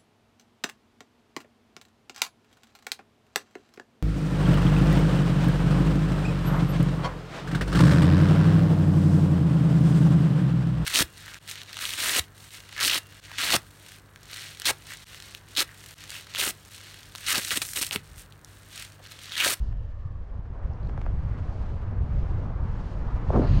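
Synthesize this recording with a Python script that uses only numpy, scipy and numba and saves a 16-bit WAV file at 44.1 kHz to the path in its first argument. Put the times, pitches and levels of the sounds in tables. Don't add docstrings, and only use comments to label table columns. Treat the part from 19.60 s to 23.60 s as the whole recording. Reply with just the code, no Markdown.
import sys
import numpy as np
from scipy import signal
from scipy.fft import rfft, irfft
from scipy.io import wavfile
from scipy.ndimage import uniform_filter1d
from numba import njit

SR = 44100
rng = np.random.default_rng(int(sys.argv[2]) if len(sys.argv) > 2 else 0)


def to_wav(sig):
    pcm = np.clip(np.atleast_2d(sig), -1, 1) * 32767
    pcm = np.round(pcm).astype(np.int16)
    wavfile.write(sys.argv[1], SR, pcm.T)


N = 176400

# t/s, level/dB
BUFFET_DB = [(0, -28.5), (.11, -28), (.25, -33), (.6, -33.5), (.68, -35), (.82, -33.5), (1.0, -34),
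             (1.09, -29.5), (1.17, -34.5), (1.25, -27), (1.33, -31), (1.48, -26), (1.68, -26.5),
             (1.78, -30.5), (1.86, -28.5), (2.17, -30.5), (2.44, -27.5), (2.49, -27.5), (2.55, -22.5),
             (2.66, -25.5), (2.92, -28), (3.1, -25), (3.28, -29), (3.45, -29), (3.55, -26), (3.63, -29),
             (3.74, -18), (3.86, -23), (3.91, -13), (4, -17.5)]
RUSH_DB = [(0, -52), (.35, -56.5), (.7, -52.5), (1.0, -48.5), (1.35, -45.5), (1.58, -47), (1.7, -44.5),
           (2.0, -45), (2.7, -43.5), (3.4, -43.5), (3.66, -40.5), (3.85, -35.5), (3.9, -39), (4, -38)]
HISS_DB = [(.11, -83), (.17, -71.5), (.75, -73), (1.2, -69.5), (1.6, -67), (2.02, -61), (2.2, -64.5),
           (2.32, -69.5), (2.6, -63), (2.8, -63.5), (2.97, -68), (3.2, -60.5), (3.5, -63.5), (3.66, -61.5),
           (3.78, -53), (3.88, -58.5), (4, -56)]
# f/Hz, relative density/dB
BUFFET_SPECTRUM = [(10, -6), (28, 1), (48, 0.5), (70, -3), (115, -3), (200, -2), (600, 3.5)]
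RUSH_SPECTRUM = [(80, -5.5), (200, 5.5), (330, 0.5), (550, -1), (760, -3.5), (1050, -5), (1600, -12),
                 (2200, -19.5), (3500, -33.5), (8000, -63.5), (12000, -77)]
HISS_SPECTRUM = [(900, 0), (2000, 1.5), (2800, 2.5), (3600, -1.5), (4500, -2.5), (6500, -9), (8500, -17),
                 (12000, -27), (15500, -50.5)]
TICK_SPECTRUM = [(3500, 0), (6000, -3), (10000, -13), (13000, -28)]
SLEEVE_SPECTRUM = [(150, 3), (380, 26.5), (900, -5), (1800, 1), (3800, -13.5), (6000, -15), (10000, -29),
                   (15000, -50)]
GUST_SPECTRUM = [(50, -12), (200, 5), (420, -0.5), (700, -5), (1000, -8.5), (1450, -15.5), (2000, -28),
                 (4000, -42), (9000, -60), (15000, -66)]
# t/s, half length/s, f/Hz, width/Hz, level/dB
GEAR_WHISTLES = [(0.31, 0.17, 546, 140, -61.5), (0.48, 0.14, 1150, 210, -61.5), (0.2, 0.5, 1770, 210, -71),
                 (0.089, 0.24, 2870, 750, -73.5), (.03, .1, 4100, 3900, -69),
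                 (3.94, 0.078, 2730, 1400, -53.5), (3.94, 0.12, 4320, 1300, -55.5),
                 (3.95, 0.089, 6400, 1400, -67.5)]
# t/s, peak/dB, f/Hz, half length/s
EDDY_THUMPS = [(0.015, -22, 61, 0.03), (0.462, -22, 89, 0.0064), (.793, -23, 70, 0.003),
               (1.058, -24, 58, 0.0079), (1.497, -23.5, 57, 0.01), (2.422, -19, 60.5, 0.014),
               (2.742, -30, 88, 0.026), (3.553, -18, 59, 0.014), (3.778, -15, 395, 0.0022),
               (3.812, -14.5, 215, 0.0053)]
# t/s, peak/dB, f/Hz, width/oct, lag of lows/cycles, tick level/dB before a 0.5 gain
TAUT_SNAPS = [(.1262, -46.5, 850, 1, 2.4, -64), (1.2945, -40, 480, 1.15, 2.4, -58),
              (1.376, -31, 640, .85, 2.2, -51), (1.415, -33.5, 900, .95, 1.2, -49),
              (1.4628, -30.5, 700, .8, 2.3, -56), (3.7028, -16.5, 580, .55, 1.6, -62)]
# t/s, level/dB, f/Hz
LINE_SCRAPES = [(1.1355, -67, 5300), (1.2315, -60.5, 3950), (1.2495, -62.5, 3850), (1.274, -60.5, 4000)]
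# t/s, half length/s, level/dB
SLEEVE_RUSTLES = [(1.284, 0.045, -46), (1.438, 0.066, -50.5)]
# onset/s, pre-filter level/dB, attack/s, decay/s, initial cut-off above floor/Hz
GUST_BLASTS = [(3.675, -36.5, 0.039, .022, 3980), (3.717, -20, 0.047, 0.015, 4200),
               (3.77, -19.5, 0.024, .022, 398), (3.813, -25.5, 0.0086, 0.037, 3400)]


def undb(db):
    return 10 ** (np.asarray(db) / 20)


def unit(x):
    return x / np.sqrt(np.mean(x ** 2))


def seconds():
    return np.arange(N) / SR


def freqs():
    return np.maximum(np.arange(N // 2 + 1) * SR / N, 1)


def curve(rows):
    return undb(np.interp(seconds(), *np.array(rows).T))


def swell(at_s, half_s):
    return np.exp(-((seconds() - at_s) / half_s) ** 2)


def walk(rate_hz):
    hold = max(int(SR / rate_hz), 2)
    held = np.repeat(rng.standard_normal(N // hold + 1), hold)
    return unit(uniform_filter1d(uniform_filter1d(held, hold), hold)[:N])


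def noise(spectrum):
    hz, db = np.array(spectrum).T
    gain = undb(np.interp(np.log(freqs()), np.log(hz), db))
    return unit(irfft(rfft(rng.standard_normal(N)) * gain, N))


def ring(hz, width_hz):
    f = freqs()
    detune = (f / hz - hz / f) * hz / width_hz
    return unit(irfft(rfft(rng.standard_normal(N)) / (1 + .5 * detune ** 2) ** 2, N))


@njit
def lowpass(x, cutoff_hz):
    y, band_state, low_state = np.empty(len(x)), 0., 0.
    for i in range(len(x)):
        g = np.tan(np.pi * cutoff_hz[i] / SR)
        band = (band_state + g * (x[i] - low_state)) / (1 + g * (g + 1.2))
        y[i] = low_state + g * band
        band_state, low_state = 2 * band - band_state, 2 * y[i] - low_state
    return y


def buffeting(cruise_edge_hz=129.9, cruise_db=-40.5, oct_per_db=.04, shove_s=.09, flutter_db=1.5):
    shift_oct = oct_per_db * (20 * np.log10(curve(RUSH_DB)) - cruise_db)
    edge_hz = cruise_edge_hz * 2 ** shift_oct
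    shoves = lowpass(lowpass(noise(BUFFET_SPECTRUM), edge_hz), edge_hz)
    levelled = shoves / np.sqrt(uniform_filter1d(shoves ** 2, int(shove_s * SR)))
    return unit(levelled * undb(flutter_db * walk(rate_hz=28.08))) * curve(BUFFET_DB)


def eddies(flow, depth_db, rate_hz):
    spectrum, octave = rfft(flow), np.log2(freqs())
    bands = (irfft(spectrum * np.maximum(1 - abs(octave - k), 0), N) for k in range(3, 15))
    return unit(sum(band * undb(-depth_db * walk(rate_hz)) for band in bands))


def airstream(rush_flutter_db=.34, hiss_flutter_db=1.1):
    flutter = walk(rate_hz=70)
    flow = eddies(noise(RUSH_SPECTRUM), depth_db=1.57, rate_hz=21.58)
    rush = flow * undb(rush_flutter_db * flutter) * curve(RUSH_DB)
    hiss = noise(HISS_SPECTRUM) * undb(hiss_flutter_db * flutter) * curve(HISS_DB)
    return rush + hiss


def whistles():
    return sum(undb(db) * ring(hz, width_hz) * np.exp(-((seconds() - at_s) / half_s) ** 4)
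               for at_s, half_s, hz, width_hz, db in GEAR_WHISTLES)


def thumps():
    phases = rng.uniform(0, 2 * np.pi, len(EDDY_THUMPS))
    return sum(undb(db) * swell(at_s, half_s) * np.cos(2 * np.pi * hz * (seconds() - at_s) + phase)
               for (at_s, db, hz, half_s), phase in zip(EDDY_THUMPS, phases))


def snaps(scuff_db=-12, decay_s=.003):
    f, out, grit = freqs(), np.zeros(N), noise(TICK_SPECTRUM)
    for at_s, db, hz, width_oct, lag_cycles, tick_db in TAUT_SNAPS:
        magnitude = np.exp(-.5 * (np.log2(f / hz) / width_oct) ** 2)
        band = magnitude * np.exp(-2j * np.pi * lag_cycles * np.log(f / hz))
        pulse = irfft(band * np.exp(-2j * np.pi * f * at_s), N)
        pulse /= abs(pulse).max()
        age_s = seconds() - at_s
        tail = (age_s > 0) * np.exp(-abs(age_s) / decay_s)
        rub = rng.standard_normal(N) * tail
        scuff = irfft(band * rfft(rub), N) / np.sqrt(np.mean(magnitude ** 2))
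        tick = .5 * grit * tail
        out += undb(db) * (pulse + undb(scuff_db) * scuff) + undb(tick_db) * tick
    return out


def scrapes(half_s=.002, width_hz=1300):
    return sum(undb(db) * swell(at_s, half_s) * ring(hz, width_hz) for at_s, db, hz in LINE_SCRAPES)


def sleeves(grain_db=4):
    envelope = sum(undb(db) * swell(at_s, half_s) for at_s, half_s, db in SLEEVE_RUSTLES)
    return unit(noise(SLEEVE_SPECTRUM) * undb(-grain_db * walk(rate_hz=600))) * envelope


def gust(floor_hz=335, fall_s=.037):
    out = np.zeros(N)
    for at_s, db, attack_s, decay_s, excess_hz in GUST_BLASTS:
        age_s = np.maximum(seconds() - at_s, 0)
        rise = np.minimum(age_s / attack_s, 1)
        decay = np.exp(-np.maximum(age_s - attack_s, 0) / decay_s)
        cutoff_hz = floor_hz + excess_hz * np.exp(-age_s / fall_s)
        out += undb(db) * rise * decay * lowpass(noise(GUST_SPECTRUM), cutoff_hz)
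    return out


def scene():
    mix = buffeting() + airstream() + whistles() + thumps() + snaps() + scrapes() + sleeves() + gust()
    return mix[None]


def record(dry, fade_s=.004, top_hz=15400):
    t = seconds()
    fade = np.minimum(np.minimum(t, t[::-1]) / fade_s, 1)
    return signal.sosfilt(signal.ellip(8, .2, 70, top_hz, fs=SR, output="sos"), dry * fade)


dry = scene()
out = record(dry)
to_wav(out)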